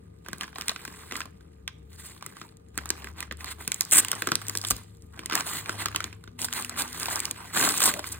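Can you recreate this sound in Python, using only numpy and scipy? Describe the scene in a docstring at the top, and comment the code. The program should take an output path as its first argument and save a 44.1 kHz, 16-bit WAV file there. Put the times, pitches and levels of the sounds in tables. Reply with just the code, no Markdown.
"""Unwrapping a newspaper parcel

Gloved hands unwrap a parcel over a cardboard box, close by in a quiet room. Creases buckle with a
crack, ringing the sheet and knocking the hollow parcel; friction makes sliding sheets hiss and crackle.
A strip of tape rips off in a run of tiny fibre breaks, and a glove squeaks by stick-slip.
The box and the room reflect the paper's sound, and a low drone wavers behind."""
import sys
import numpy as np
from scipy import signal
from scipy.fft import rfft, irfft, next_fast_len
from scipy.io import wavfile
from scipy.ndimage import uniform_filter1d, map_coordinates

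SR = 44100
rng = np.random.default_rng(int(sys.argv[2]) if len(sys.argv) > 2 else 0)


def transcribe(signal):
    """Save signal, clipped to [-1, 1], as a 16-bit WAV file at the path in sys.argv[1]."""
    frames = np.atleast_2d(signal).T
    limited = np.clip(frames, -1, 1)
    pcm = np.round(limited * 32767).astype(np.int16)
    wavfile.write(sys.argv[1], SR, pcm)


N = 361179

# Levels in the tables are relative: each source adds its own gain.
# creases that snap through: (time [s], crack [dB], sheet ring [dB], hollow knock [dB], ring pitch [Hz])
CREASE_SNAPS = [(0.262, -49, -33.5, -54, 1660), (0.285, -32.5, -29, -28, 1620),
                (0.331, -27.5, -25.5, -26, 1430), (0.41, -29, -21, -40, 3030),
                (0.433, -37, -23.5, -39, 1510), (0.441, -46, -29, -44, 1690), (0.479, -57, -35, -59, 1540),
                (0.529, -58, -40, -50, 1410), (0.558, -42, -25.5, -54, 1110),
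                (0.584, -30.5, -27.5, -35, 1330), (0.611, -26.5, -28, -43, 2900),
                (0.62, -36, -30, -44, 2200), (0.682, -17, -20.5, -46, 2360), (0.694, -25, -14, -38, 3930),
                (0.716, -38, -29, -36, 1120), (0.761, -38, -26, -37, 2550),
                (0.851, -28.5, -26.5, -51, 1540), (0.878, -39, -31.5, -31, 2540),
                (1.1112, -51, -28.5, -40, 2070), (1.122, -31, -26, -24, 1990),
                (1.155, -45, -23.5, -49, 1980), (1.205, -29, -21, -49, 1380), (1.216, -52, -25, -48, 2700),
                (1.256, -41, -34, -37, 1084), (1.408, -63, -48, -58, 1600), (1.6777, -31, -22, -66, 3510),
                (2.21, -55, -41, -54, 2300), (2.225, -37, -30, -64, 1150),
                (2.263, -26.5, -29.5, -33.5, 1280), (2.368, -41, -35, -46, 1110),
                (2.415, -44, -29, -35, 1260), (2.7769, -19, -20.5, -27.5, 1600),
                (2.786, -48, -25, -33.5, 1490), (2.857, -29.5, -29, -39, 1280),
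                (2.9035, -13, -19, -23, 1694), (3.044, -34, -27, -33, 1780), (3.071, -48, -31.5, -59, 2060),
                (3.205, -24.5, -25.5, -45, 2920), (3.227, -35, -24.5, -41, 1900),
                (3.3113, -56, -23, -25.5, 1800), (3.3234, -34.5, -29.5, -52, 1820),
                (3.407, -50, -31.5, -50, 2040), (3.444, -25.5, -29.5, -35.5, 1180),
                (3.677, -17, -21, -25.5, 2300), (3.7186, -15.5, -20.5, -39, 2175),
                (3.8085, -9.5, -19, -52.5, 1884), (3.987, -11, -33, -28, 2130),
                (4.048, -20, -22, -37.5, 2930), (4.084, -24, -24, -54, 3000),
                (4.116, -14, -19.5, -35.5, 2920), (4.13, -28, -19.5, -25.5, 1120),
                (4.152, -30.5, -40.5, -38, 3060), (4.221, -21.5, -16.5, -22, 1790),
                (4.272, -19, -16, -14.5, 1305), (4.288, -34, -20, -28.5, 1710),
                (4.318, -17.5, -11.5, -12, 1310), (4.3544, -13, -23, -47, 3750),
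                (4.416, -34, -31.5, -47, 1470), (4.483, -20.5, -38, -29, 2880),
                (4.496, -19.5, -27, -29, 2100), (4.5522, -20.5, -24.5, -25, 1670),
                (4.573, -14.5, -34, -31.5, 3890), (4.639, -35, -26, -33, 1287),
                (4.649, -25.5, -20.5, -34, 3200), (4.708, -8.5, -17.5, -18, 1200),
                (5.192, -35.5, -27, -28, 2350), (5.259, -20, -30, -30, 1990), (5.298, -31, -21, -45, 1260),
                (5.311, -46, -20, -37.5, 1360), (5.323, -30, -15.5, -20.5, 1580),
                (5.331, -27, -22.5, -30.5, 3020), (5.337, -39, -19, -30, 1270),
                (5.3532, -10.5, -16, -28.5, 1640), (5.407, -22.5, -20, -42, 1520),
                (5.659, -37, -28.5, -45.5, 2320), (5.694, -25, -17.5, -22.5, 1410),
                (5.8577, -17.5, -13, -23.5, 1315), (5.884, -32, -26, -34, 1210),
                (5.9471, -55, -20, -29.5, 1380), (5.9605, -14.5, -16.5, -34, 3180),
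                (6.0043, -32, -19.5, -43, 1380), (6.0415, -24, -24.5, -29.5, 3520),
                (6.128, -46, -35, -39, 2560), (6.239, -44, -39, -50, 1450), (6.276, -56, -36, -36, 1410),
                (6.391, -38, -30.5, -41, 3100), (6.445, -19.5, -22.5, -50, 960),
                (6.485, -40, -28.5, -56, 1530), (6.527, -23, -24, -62, 3030), (6.536, -21, -29, -51, 1610),
                (6.647, -24.5, -25.5, -57, 2810), (6.695, -23, -29.5, -53, 1310),
                (6.82, -19, -37, -34, 1280), (7.008, -34, -26, -42, 1700), (7.057, -22, -23.5, -38, 2440),
                (7.084, -43, -19.5, -45, 930), (7.202, -17.5, -29, -56, 3800), (7.254, -19, -21, -47, 4100),
                (7.311, -17, -31.5, -32, 3800), (7.573, -27, -16, -21, 1840), (7.612, -19, -16, -19, 2430),
                (7.676, -27, -20, -28, 1160), (7.694, -30, -23, -34, 1490), (7.804, -15, -18.5, -44, 1330),
                (7.837, -16, -25, -31, 1820), (7.857, -12, -17, -35, 950), (7.876, -18, -15, -19.5, 1120),
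                (7.939, -22, -26, -24, 2730), (7.993, -28, -24, -27, 870), (8.042, -49, -24, -46, 2080)]
# creases too small to ring the sheet: (time [s], level [dB])
CREASE_TICKS = [(0.383, -37), (0.469, -50), (1.166, -26.5), (2.57, -46.5), (2.686, -54), (2.891, -28.5),
                (3.371, -43), (3.459, -36), (3.744, -22), (3.8198, -25.5), (3.832, -35), (3.851, -28),
                (3.912, -19), (4.468, -33), (4.561, -31), (4.585, -27), (4.615, -25), (4.6856, -21.5),
                (4.766, -29), (4.97, -52.5), (5.022, -47.5), (5.467, -28.5), (6.6235, -26), (6.8785, -31.5),
                (6.9293, -28), (6.999, -21), (7.031, -21.5), (7.158, -17.5), (7.776, -17), (7.8286, -15)]
# strokes that drag paper over paper: (start [s], length [s], sheet level [dB], hiss level [dB])
HAND_STROKES = [(0.222, 0.27, -55, -61.5), (0.373, 0.042, -39, -50), (0.527, 0.089, -47, -50.5),
                (0.642, 0.04, -37, -39), (0.737, 0.37, -50, -53), (1.084, 0.1, -41, -47.5),
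                (1.88, 0.042, -58.5, -52.5), (1.963, 0.19, -53.5, -52.5), (2.187, 0.28, -55.5, -58.5),
                (2.722, 0.37, -50, -58), (3.137, 0.073, -43.5, -51.5), (3.359, 0.097, -49, -51.5),
                (3.441, 0.039, -43, -44), (3.572, 0.041, -41, -43), (3.673, 0.36, -52, -50.5),
                (3.971, 0.054, -36.5, -36), (4.03, 0.31, -45, -48.5), (4.35, 0.43, -50, -49),
                (4.648, 0.051, -54, -37.5), (5.107, 0.24, -50.5, -61), (5.298, 0.093, -33, -36.5),
                (5.419, 0.16, -38, -35), (5.63, 0.13, -41, -48.5), (5.762, 0.059, -37, -42.5),
                (5.886, 0.18, -45.5, -53.5), (6.377, 0.047, -34, -31.5), (6.492, 0.13, -40, -38.5),
                (6.656, 0.12, -44.5, -52.5), (6.747, 0.06, -33, -33), (6.837, 0.1, -46.5, -45),
                (6.915, 0.28, -38.5, -38.5), (7.182, 0.11, -41.5, -47), (7.308, 0.2, -46.5, -51.5),
                (7.518, 0.19, -28.5, -26.5), (7.584, 0.072, -29, -34), (7.709, 0.1, -35.5, -31.5),
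                (7.779, 0.11, -30.5, -29), (7.9, 0.075, -39.5, -44.5), (8.005, 0.14, -44.5, -46)]
# folds jerked or crushed: (middle [s], half width [s], fizz level [dB], sheet level [dB])
FOLD_CRUSHES = [(1.999, 0.019, -47.5, -50.5), (2.06, 0.016, -43, -51.5), (3.193, 0.0036, -61, -41.5),
                (3.479, 0.017, -53, -39.5), (3.516, 0.013, -38, -38.5), (3.984, 0.006, -13, -27),
                (4.674, 0.0063, -30, -47), (4.706, 0.003, -17.5, -33), (4.7152, 0.0032, -22, -25.5),
                (5.81, 0.024, -37, -34.5), (6.45, 0.0046, -24.5, -39), (6.569, 0.014, -36, -35),
                (6.8, 0.02, -29.5, -31.5), (7.125, 0.023, -33.5, -40), (7.806, 0.0055, -26, -41),
                (7.841, 0.0046, -16, -29), (7.861, 0.0084, -16, -30), (7.886, .011, -22.5, -26.5),
                (8.074, 0.0085, -35, -43), (8.125, 0.0063, -29, -46)]

# spectra of the paper and tape, each (frequency [Hz], level [dB])
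CRACK_SPECTRUM = [(1000, -52.5), (4000, -4), (6500, -1), (8400, -0.5), (10500, -3), (13000, -7.5),
                  (15800, -10)]  # a crease giving way
FLAP_SPECTRUM = [(200, -40.5), (600, -22.5), (1100, 0.5), (1700, -2.5), (3000, -5), (5500, -5.5),
                 (9000, -25.5)]  # the sheet around a snapping crease
HOLLOW_SPECTRUM = [(80, -11.5), (150, 5), (210, 3), (340, 5), (460, 2.5), (600, -8.5), (1200, -45)]  # the hollow parcel
SHEET_SPECTRUM = [(150, -49.5), (400, -12.5), (650, -6), (900, 3), (1400, 0), (2200, -3.5), (3500, -12.5),
                  (5500, -9.5), (9000, -40)]  # a rubbed sheet
HISS_SPECTRUM = [(2000, -15), (4000, -16.5), (5500, -12), (7000, -0.5), (8500, 2), (10500, -3), (13000, -4),
                 (15800, -7.5)]  # its fibres catching
RASP_SPECTRUM = [(1000, -23.5), (2200, -8), (3300, -3), (4300, 0), (5300, -8.5), (9000, -32.5)]  # its edge scraping
FIZZ_SPECTRUM = [(1500, -43.5), (4000, -5.5), (5500, -7), (7000, -4), (8500, 2.5), (10500, -2.5),
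                 (12000, -10.5), (14000, -3), (15800, -13)]  # the breaks in a crushed fold
SHAKE_SPECTRUM = [(150, -18.5), (380, -6.5), (650, -14), (1000, 1), (1700, -2), (3000, -3), (4300, 2.5),
                  (5500, -15.5), (9000, -35.5)]  # the sheet shaken by them
TAPE_SPECTRUM = [(100, -16.5), (300, -11.5), (650, -13), (1100, -10), (2200, -7.5), (3500, -11.5),
                 (5000, -15), (7000, -5), (8500, 4.5), (10500, -5), (13000, -6), (15800, -13.5)]  # tape peeling

# swells of the drone's lower and upper resonance, each (time [s], level [dB])
DRONE_LOWER_LEVELS = [(0, -55), (0.75, -57.5), (1.5, -50), (2.05, -47), (2.3, -69.5), (2.6, -65),
                      (2.75, -46), (3.6, -46.5), (3.85, -66), (4.6, -69), (5, -48), (5.5, -58), (5.95, -47),
                      (6.2, -56.5), (7.1, -50), (7.5, -59), (8.19, -49)]
DRONE_UPPER_LEVELS = [(0, -58), (0.12, -45), (0.3, -72), (1.1, -59.5), (3.85, -56.5), (4.2, -48),
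                      (4.7, -42.5), (4.85, -50), (5.55, -55), (5.72, -41.5), (6.1, -48), (6.9, -56),
                      (7.08, -45), (7.4, -56.5), (8.19, -49.5)]
# faint machine tones: (frequency [Hz], level [dB])
MACHINE_TONES = [(447, -68.5), (1220, -79.5)]
# rumble of the room's air: (frequency [Hz], level [dB])
AIR_SPECTRUM = [(20, -42), (48, 1.5), (65, -2), (125, -2.5), (165, 4.5), (220, -3), (300, -6.5), (450, -12),
                (600, -27.5), (1200, -31), (3000, -43), (9000, -50.5), (16000, -63)]
# stereo width of that rumble: (frequency [Hz], side minus mid [dB])
AIR_SIDE_LEVELS = [(100, -15.5), (300, -16.5), (450, 8.5), (700, 11), (1500, 6)]
# reverberation of the room: (frequency [Hz], time to fall 60 dB [s])
ROOM_T60 = [(200, 0.415), (1000, 0.27), (3000, 0.42), (16000, 0.12)]
# phase difference between the two microphones: (frequency [Hz], lead of the left [rad])
MIC_PHASE_LEAD = [(100, 0), (400, -.4), (750, -1.3), (1500, -.7), (2300, .6), (3500, 1.5), (5500, 3.14),
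                  (7300, 5.2), (8800, 6.28), (10000, 7.1), (11800, 9.42), (13500, 11.6), (15000, 12.5)]
# level difference between them: (frequency [Hz], left minus right [dB])
MIC_BALANCE = [(80, 3.5), (280, 3.5), (550, 3), (1100, -2), (2200, -5.5), (4000, -2.5), (9000, 0)]


def crease_snaps():
    """Snap-through buckling: each crease cracks, rings its facet and knocks the hollow parcel."""
    out, t = np.zeros((2, N)), np.arange(SR // 14) / SR
    for start, crack_db, ring_db, knock_db, hz in CREASE_SNAPS:
        db_per_octave = 2.2 * rng.standard_normal()  # no two creases are equally sharp
        tilted = [(f, db + db_per_octave * np.log2(f)) for f, db in CRACK_SPECTRUM]
        crack = burst(t, tilted, rise=0.0007, t60=0.003, tail_db=-40, tail_t60=0.025)
        flap = burst(t, FLAP_SPECTRUM, rise=0.00056, t60=0.0044, tail_db=-21.5, tail_t60=0.08)
        ring = facet_ring(t, hz)
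        knock = burst(t, HOLLOW_SPECTRUM, rise=0.00049, t60=0.026, tail_db=-12.5, tail_t60=0.24)
        sheet = amp(ring_db - 5) * flap + amp(ring_db - 2.5) * ring
        add(out, start, amp(crack_db) * crack + sheet + amp(knock_db - 4) * knock)
        # fibres start to give and the sheet flexes just before the crease goes
        strain = burst(t, HISS_SPECTRUM, rise=0.0036, t60=0.03, tail_db=-42, tail_t60=0.0209)
        flex = burst(t, SHAKE_SPECTRUM, rise=0.0031, t60=0.023, tail_db=-31, tail_t60=0.02)
        add(out, start - 0.003, amp(crack_db - 20) * strain + amp(ring_db - 16) * flex)
    return out


def burst(t, spectrum, rise, t60, tail_db, tail_t60):
    """Transient excitation: a run of fibre breaks is noise that swells and decays, with a weak tail."""
    decay = amp(-60 * t / t60) + amp(tail_db - 60 * t / tail_t60)
    breaks = decay * onset(t, rise) * rng.standard_normal((2, len(t)))
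    return unit_impact(coloured(breaks, spectrum, size=1024))


def facet_ring(t, hz, t60_cycles=21, spread=0.599, rise=0.00047, scratch=2.63, count=6):
    """Damped modal vibration: a flipped patch of sheet rings in a few unsteady modes around hz."""
    mode_hz = hz * np.exp(spread * rng.uniform(-0.964, 1, (count, 1)))
    mode_hz[0] = hz
    weights = 0.3 * rng.standard_normal((2, count))
    weights[:, 0] = 1
    # small, high facets lose their shape soonest, so their pitch smears most
    smear = scratch * mode_hz / SR * np.cumsum(rng.standard_normal((count, len(t))), axis=1)
    phase = 2 * np.pi * (mode_hz * t + rng.random((count, 1))) + smear
    modes = np.sin(phase) * amp(-60 * t * mode_hz / t60_cycles)
    return unit_impact(weights @ modes * (1 - np.exp(-t / rise)))


def crease_ticks(rows, rise=0.00033, t60=0.0026):
    """Impulsive release: each tiny crease gives one dry, bright tick, mostly above 4 kHz."""
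    out, t = np.zeros((2, N)), np.arange(SR // 100) / SR
    envelope = amp(-60 * t / t60) * onset(t, rise)
    for start, db in rows:
        add(out, start, amp(db) * unit_impact(envelope * rng.standard_normal((2, len(t)))))
    return coloured(out, CRACK_SPECTRUM)


def sliding_sheets():
    """Sliding friction: faster sheets catch more often and sound louder; the hollow parcel booms along."""
    sheet_db, hiss_db = stroke_levels()
    catches_per_s = 1300 * amp(0.48 * (np.clip(hiss_db, -75, -25) + 51.5))
    grip_db = 1.45 * wobble(40) + 1.6 * wobble(200)  # catching and slipping clusters the rustle
    catches = fibre_noise(catches_per_s, spread_db=4, smooth=0.85)
    sheet = amp(sheet_db + grip_db - 4) * flexing(coloured(catches, SHEET_SPECTRUM), depth_db=3)
    # fast strokes glide, so small facets gain less from speed than the swish does
    facets = amp(0.93 * (sheet_db + 45.5) - 48.5) * crinkles()
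    hiss = amp(hiss_db + grip_db - 1) * flexing(coloured(catches, HISS_SPECTRUM), depth_db=2.5)
    crackle = amp(hiss_db - 7.5) * crackling()
    hollow = amp(sheet_db - 11) * coloured(rng.standard_normal((2, N)), HOLLOW_SPECTRUM)
    edge_catches = fibre_noise(catches_per_s, spread_db=6, smooth=0.6)
    rasp = amp(0.97 * (hiss_db + 35.5) - 42 + grip_db) * coloured(edge_catches, RASP_SPECTRUM)
    return sheet + facets + hiss + crackle + hollow + rasp


def stroke_levels(rise=0.036, stop_t60=0.22, settle_db=-26.5, settle_t60=2.54):
    """Incoherent addition: strokes and the resting grip sum in power to sheet and hiss levels in dB."""
    rest_sheet_db, rest_hiss_db = -75.5, -76.5
    power = np.outer(amp([rest_sheet_db, rest_hiss_db]) ** 2, np.ones(N))
    t = np.arange(2 * SR) / SR
    for start, length, sheet_db, hiss_db in HAND_STROKES:
        # a stroke gathers speed, holds, stops, and leaves the sheets settling faintly
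        since_stop = np.maximum(t - length, 0)
        release = amp(-60 * since_stop / stop_t60) + amp(settle_db - 60 * since_stop / settle_t60)
        speed = onset(t, rise) * release
        add(power, start, np.outer(amp([sheet_db, hiss_db]), speed) ** 2)
    return 10 * np.log10(power)


def fibre_noise(per_s, spread_db, smooth):
    """Shot noise: fibres catch and let go in uneven pulses over smooth friction; rms 1."""
    chance = np.clip(per_s / SR, 0, 1)
    caught = rng.random(N) < chance
    sizes = amp(spread_db * np.minimum(rng.standard_normal(N), 2.3))
    pulses = unit(caught * sizes / np.sqrt(chance))
    power = signal.lfilter([1], [1, -0.9], pulses ** 2)
    return unit(np.sqrt(power / power.mean() + smooth ** 2) * rng.standard_normal((2, N)))


def flexing(x, depth_db, size=7):
    """Shifting resonances: as a sheet bends, peaks and dips drift across its spectrum; rms 1."""
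    spectra = signal.stft(x, nperseg=512)[2]
    ripple = rng.standard_normal(spectra.shape[1:])
    for axis in (0, 1, 0):
        ripple = uniform_filter1d(ripple, size, axis)
    bent = signal.istft(spectra * amp(depth_db * unit(ripple)), nperseg=512)[1]
    return unit(bent[:, :N])


def crinkles(hz=1530, spread=0.37, t60_cycles=17, spread_db=3, count=600):
    """Free vibration: small facets flip at random, each ringing at its own rough pitch; rms 1."""
    out, t = np.zeros((2, N)), np.arange(SR // 50) / SR
    pitch = np.clip(hz * np.exp(spread * rng.standard_normal((count, 1))), 950, 5000)
    sizes = amp(spread_db * np.minimum(rng.standard_normal((count, 1)), 1.5))
    # a facet changes shape as it flips, so its ring is scratchy rather than pure
    scratch = 0.2 * np.cumsum(rng.standard_normal((count, len(t))), axis=1)
    envelopes = amp(-60 * t * pitch / t60_cycles) * (1 - np.exp(-t / 0.00014))
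    rings = sizes * np.sin(2 * np.pi * pitch * t + scratch) * envelopes
    starts = rng.random(count) * N / SR
    for start, ring, scatter in zip(starts, rings, rng.uniform(-0.5, 3.46, count)):
        add(out, start, np.outer([1, scatter], ring))
    # facets this small radiate no bass
    return unit(filtered(out, lambda f: (1j * f / (1j * f + 450)) ** 2))


def crackling(spread_db=26.5, count=330):
    """A random impulse train: small creases give way at scattered moments, most faintly; rms 1."""
    return unit(crease_ticks(rng.random((count, 2)) * [N / SR, -spread_db]))


def crushed_folds():
    """Forced vibration: a dense run of tiny breaks fizzes in each fold and shakes the sheet around it."""
    t = np.arange(N) / SR
    fizz, shake = sum(np.outer(amp([fizz_db, sheet_db]), np.exp(-((t - middle) / width) ** 2))
                      for middle, width, fizz_db, sheet_db in FOLD_CRUSHES)
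    breaks = fibre_noise(per_s=3600, spread_db=2.5, smooth=0.52)
    return fizz * coloured(breaks, FIZZ_SPECTRUM) + shake * coloured(breaks, SHAKE_SPECTRUM)


def tape_rip(start=3.916, length=0.087, rise=0.0039, stop_t60=0.0139, slips_per_s=350):
    """Stick-slip peeling: in one pull the glue holds and lets go, tearing fibres from the sheet."""
    t = np.maximum(np.arange(N) / SR - start, 0)
    pull = onset(t, rise) * amp(-60 * np.maximum(t - length, 0) / stop_t60)
    jerks = amp(1.5 * wobble(slips_per_s))
    breaks = jerks * fibre_noise(per_s=1800, spread_db=0.5, smooth=0.49)
    return amp(-15) * pull * flexing(coloured(breaks, TAPE_SPECTRUM), depth_db=0.5)


def glove_skid(middle=7.97, half_width=0.041, hz=595):
    """Stick-slip oscillation: a glove skids on the sheet with a brief squeak of unsteady pitch."""
    t = np.arange(N) / SR
    envelope = np.exp(-((t - middle) / half_width) ** 2)
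    squeak = envelope * np.sin(2 * np.pi * hz * t + 1.4 * wobble(140))
    return amp(-39.5) * np.array([squeak, squeak])


def parcel_bump(start=4.708, hz=56, rise=0.014, t60=0.14):
    """A damped oscillation: the parcel shifts in the hand with one soft, low push."""
    out, t = np.zeros((2, N)), np.arange(SR // 4) / SR
    push = np.sin(2 * np.pi * hz * t) * amp(-60 * t / t60) * onset(t, rise)
    add(out, start, amp(-23.5) * np.array([push, push]))
    return out


def microphone_pair(field, coherence, stray_db):
    """Spaced receivers: two microphones differ in phase, and the spread of the paper blurs it."""
    direct, scattered = field
    blurred = coherence * direct + np.sqrt(1 - coherence ** 2) * scattered
    mid = filtered(direct, lambda hz: np.cos(along(MIC_PHASE_LEAD, hz) / 2))
    side = filtered(blurred, lambda hz: 1j * np.sin(along(MIC_PHASE_LEAD, hz) / 2))
    # short waves from the far edges of the sheet arrive unrelated
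    side += amp(stray_db) * filtered(scattered, lambda hz: hz / (hz + 700))
    return np.array([mid + side, mid - side])


def reflections(x, box_db, room_db, box_t60=0.0073):
    """Reverberation: quick scattered echoes from the box walls, then the room's diffuse tail."""
    hz, frame_s, spectra = signal.stft(rng.standard_normal((2, SR // 2)), SR, nperseg=256)
    decay = amp(-60 * frame_s / along(ROOM_T60, hz)[:, None])
    tail = signal.istft(spectra * decay, SR, nperseg=256)[1]
    t = np.arange(tail.shape[1]) / SR
    tail *= t > 0.006
    walls = rng.standard_normal(tail.shape) * (t > 0.0015) * amp(-60 * t / box_t60)
    response = amp(room_db) * tail / np.linalg.norm(tail[0])
    response += amp(box_db) * walls / np.linalg.norm(walls[0])
    echoes = signal.fftconvolve(x, response, axes=1)[:, :N]
    # cardboard and furnishings soak up the treble
    return filtered(echoes, lambda f: 1 / (1 + 1j * f / 4800))


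def drone(hum_middle=6.65, hum_half_width=0.33):
    """Amplitude and phase modulation: two low resonances and faint machine tones waver; a hum swells."""
    t = np.arange(N) / SR

    def tone(hz, drift_rad):
        return np.sqrt(2) * np.sin(2 * np.pi * hz * t + drift_rad * wobble(9))

    lower_db = np.interp(t, *np.transpose(DRONE_LOWER_LEVELS))
    upper_db = np.interp(t, *np.transpose(DRONE_UPPER_LEVELS))
    lower = amp(lower_db - 2 + 2.8 * wobble(11)) * tone(hz=74, drift_rad=1.36)
    upper = amp(upper_db - 2.5 + 2.6 * wobble(22)) * tone(hz=102, drift_rad=0.84)
    swell = np.exp(-((t - hum_middle) / hum_half_width) ** 6)
    hum = amp(-51.5) * swell * tone(hz=244, drift_rad=0.54)
    machines = sum(amp(db + 3 * wobble(12)) * tone(hz, drift_rad=4) for hz, db in MACHINE_TONES)
    return lower + upper + machines + hum


def room_air():
    """Ambient noise: the room's soft rumble is coherent in the bass and diffuse higher up."""
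    mid, side = filtered(rng.standard_normal((2, N)), lambda hz: amp(along(AIR_SPECTRUM, hz)))
    side = filtered(side, lambda hz: amp(along(AIR_SIDE_LEVELS, hz)))
    return amp(-54) * unit(np.array([mid + side, mid - side]))


def amp(db):
    """The decibel scale: level to amplitude ratio."""
    return 10 ** (np.asarray(db) / 20)


def unit(x):
    """Power normalisation to rms 1."""
    return x / np.sqrt(np.mean(x ** 2) + 1e-20)


def unit_impact(x):
    """Energy normalisation: a short two-channel sound gets the energy of 1 ms at rms 1."""
    return x / np.linalg.norm(x) * np.sqrt(2 * SR / 1000)


def onset(t, rise):
    """A Gaussian approach from 0 to 1, with a time scale of rise seconds."""
    return 1 - np.exp(-(t / rise) ** 2)


def along(points, hz):
    """Interpolation of (frequency, value) points on a logarithmic frequency axis."""
    freqs, values = np.transpose(points)
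    return np.interp(np.log(hz + 1), np.log(freqs), values)


def wobble(per_s):
    """Random modulation: a smooth curve through per_s random knots a second."""
    knots = rng.standard_normal(int(N * per_s / SR) + 4)
    return map_coordinates(knots, [np.arange(N) * per_s / SR])


def filtered(x, response):
    """Linear filtering: the spectrum of x times a complex frequency response."""
    size = next_fast_len(N + SR // 2)
    return irfft(rfft(x, size) * response(np.fft.rfftfreq(size, 1 / SR)), size)[..., :N]


def coloured(x, spectrum, size=2048):
    """Minimum-phase filtering: a pair of signals passes through a causal filter of energy 1."""
    gains = amp(along(spectrum, np.fft.rfftfreq(size, 1 / SR)))
    cepstrum = irfft(np.log(gains))
    causal_fold = np.r_[1, np.full(size // 2 - 1, 2), np.zeros(size // 2)]
    kernel = irfft(np.exp(rfft(cepstrum * causal_fold)))
    return signal.fftconvolve(x, kernel[None] / np.linalg.norm(kernel), axes=1)[:, :x.shape[1]]


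def add(track, start, sound):
    """Superposition: a sound joins a track at start seconds."""
    part = track[:, max(round(start * SR), 0):][:, :sound.shape[1]]
    part += sound[:, :part.shape[1]]


def scene():
    """Superposition of paper, tape, gloves and room, slightly coloured by each microphone."""
    creases = crease_snaps() + crease_ticks(CREASE_TICKS)
    handling = creases + sliding_sheets() + crushed_folds() + tape_rip() + glove_skid()
    paper = microphone_pair(handling, coherence=0.65, stray_db=-11)
    echoes = reflections(paper, box_db=-8.5, room_db=-18.5)
    sound = paper + echoes + parcel_bump() + drone() + room_air()
    return filtered(sound, lambda hz: amp(np.outer([0.5, -0.5], along(MIC_BALANCE, hz))))


def record(dry):
    """Band limiting and saturation: the deepest bass goes, peaks round off, the top falls steeply."""
    bottom_hz, top_hz = 33, 16000
    lean = filtered(dry, lambda hz: hz ** 4 / (hz ** 4 + bottom_hz ** 4))
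    rounded = lean / (1 + lean ** 4) ** (1 / 4)
    return filtered(rounded, lambda hz: 1 / (1 + (hz / top_hz) ** 90))


dry = scene()
out = record(dry)
transcribe(out)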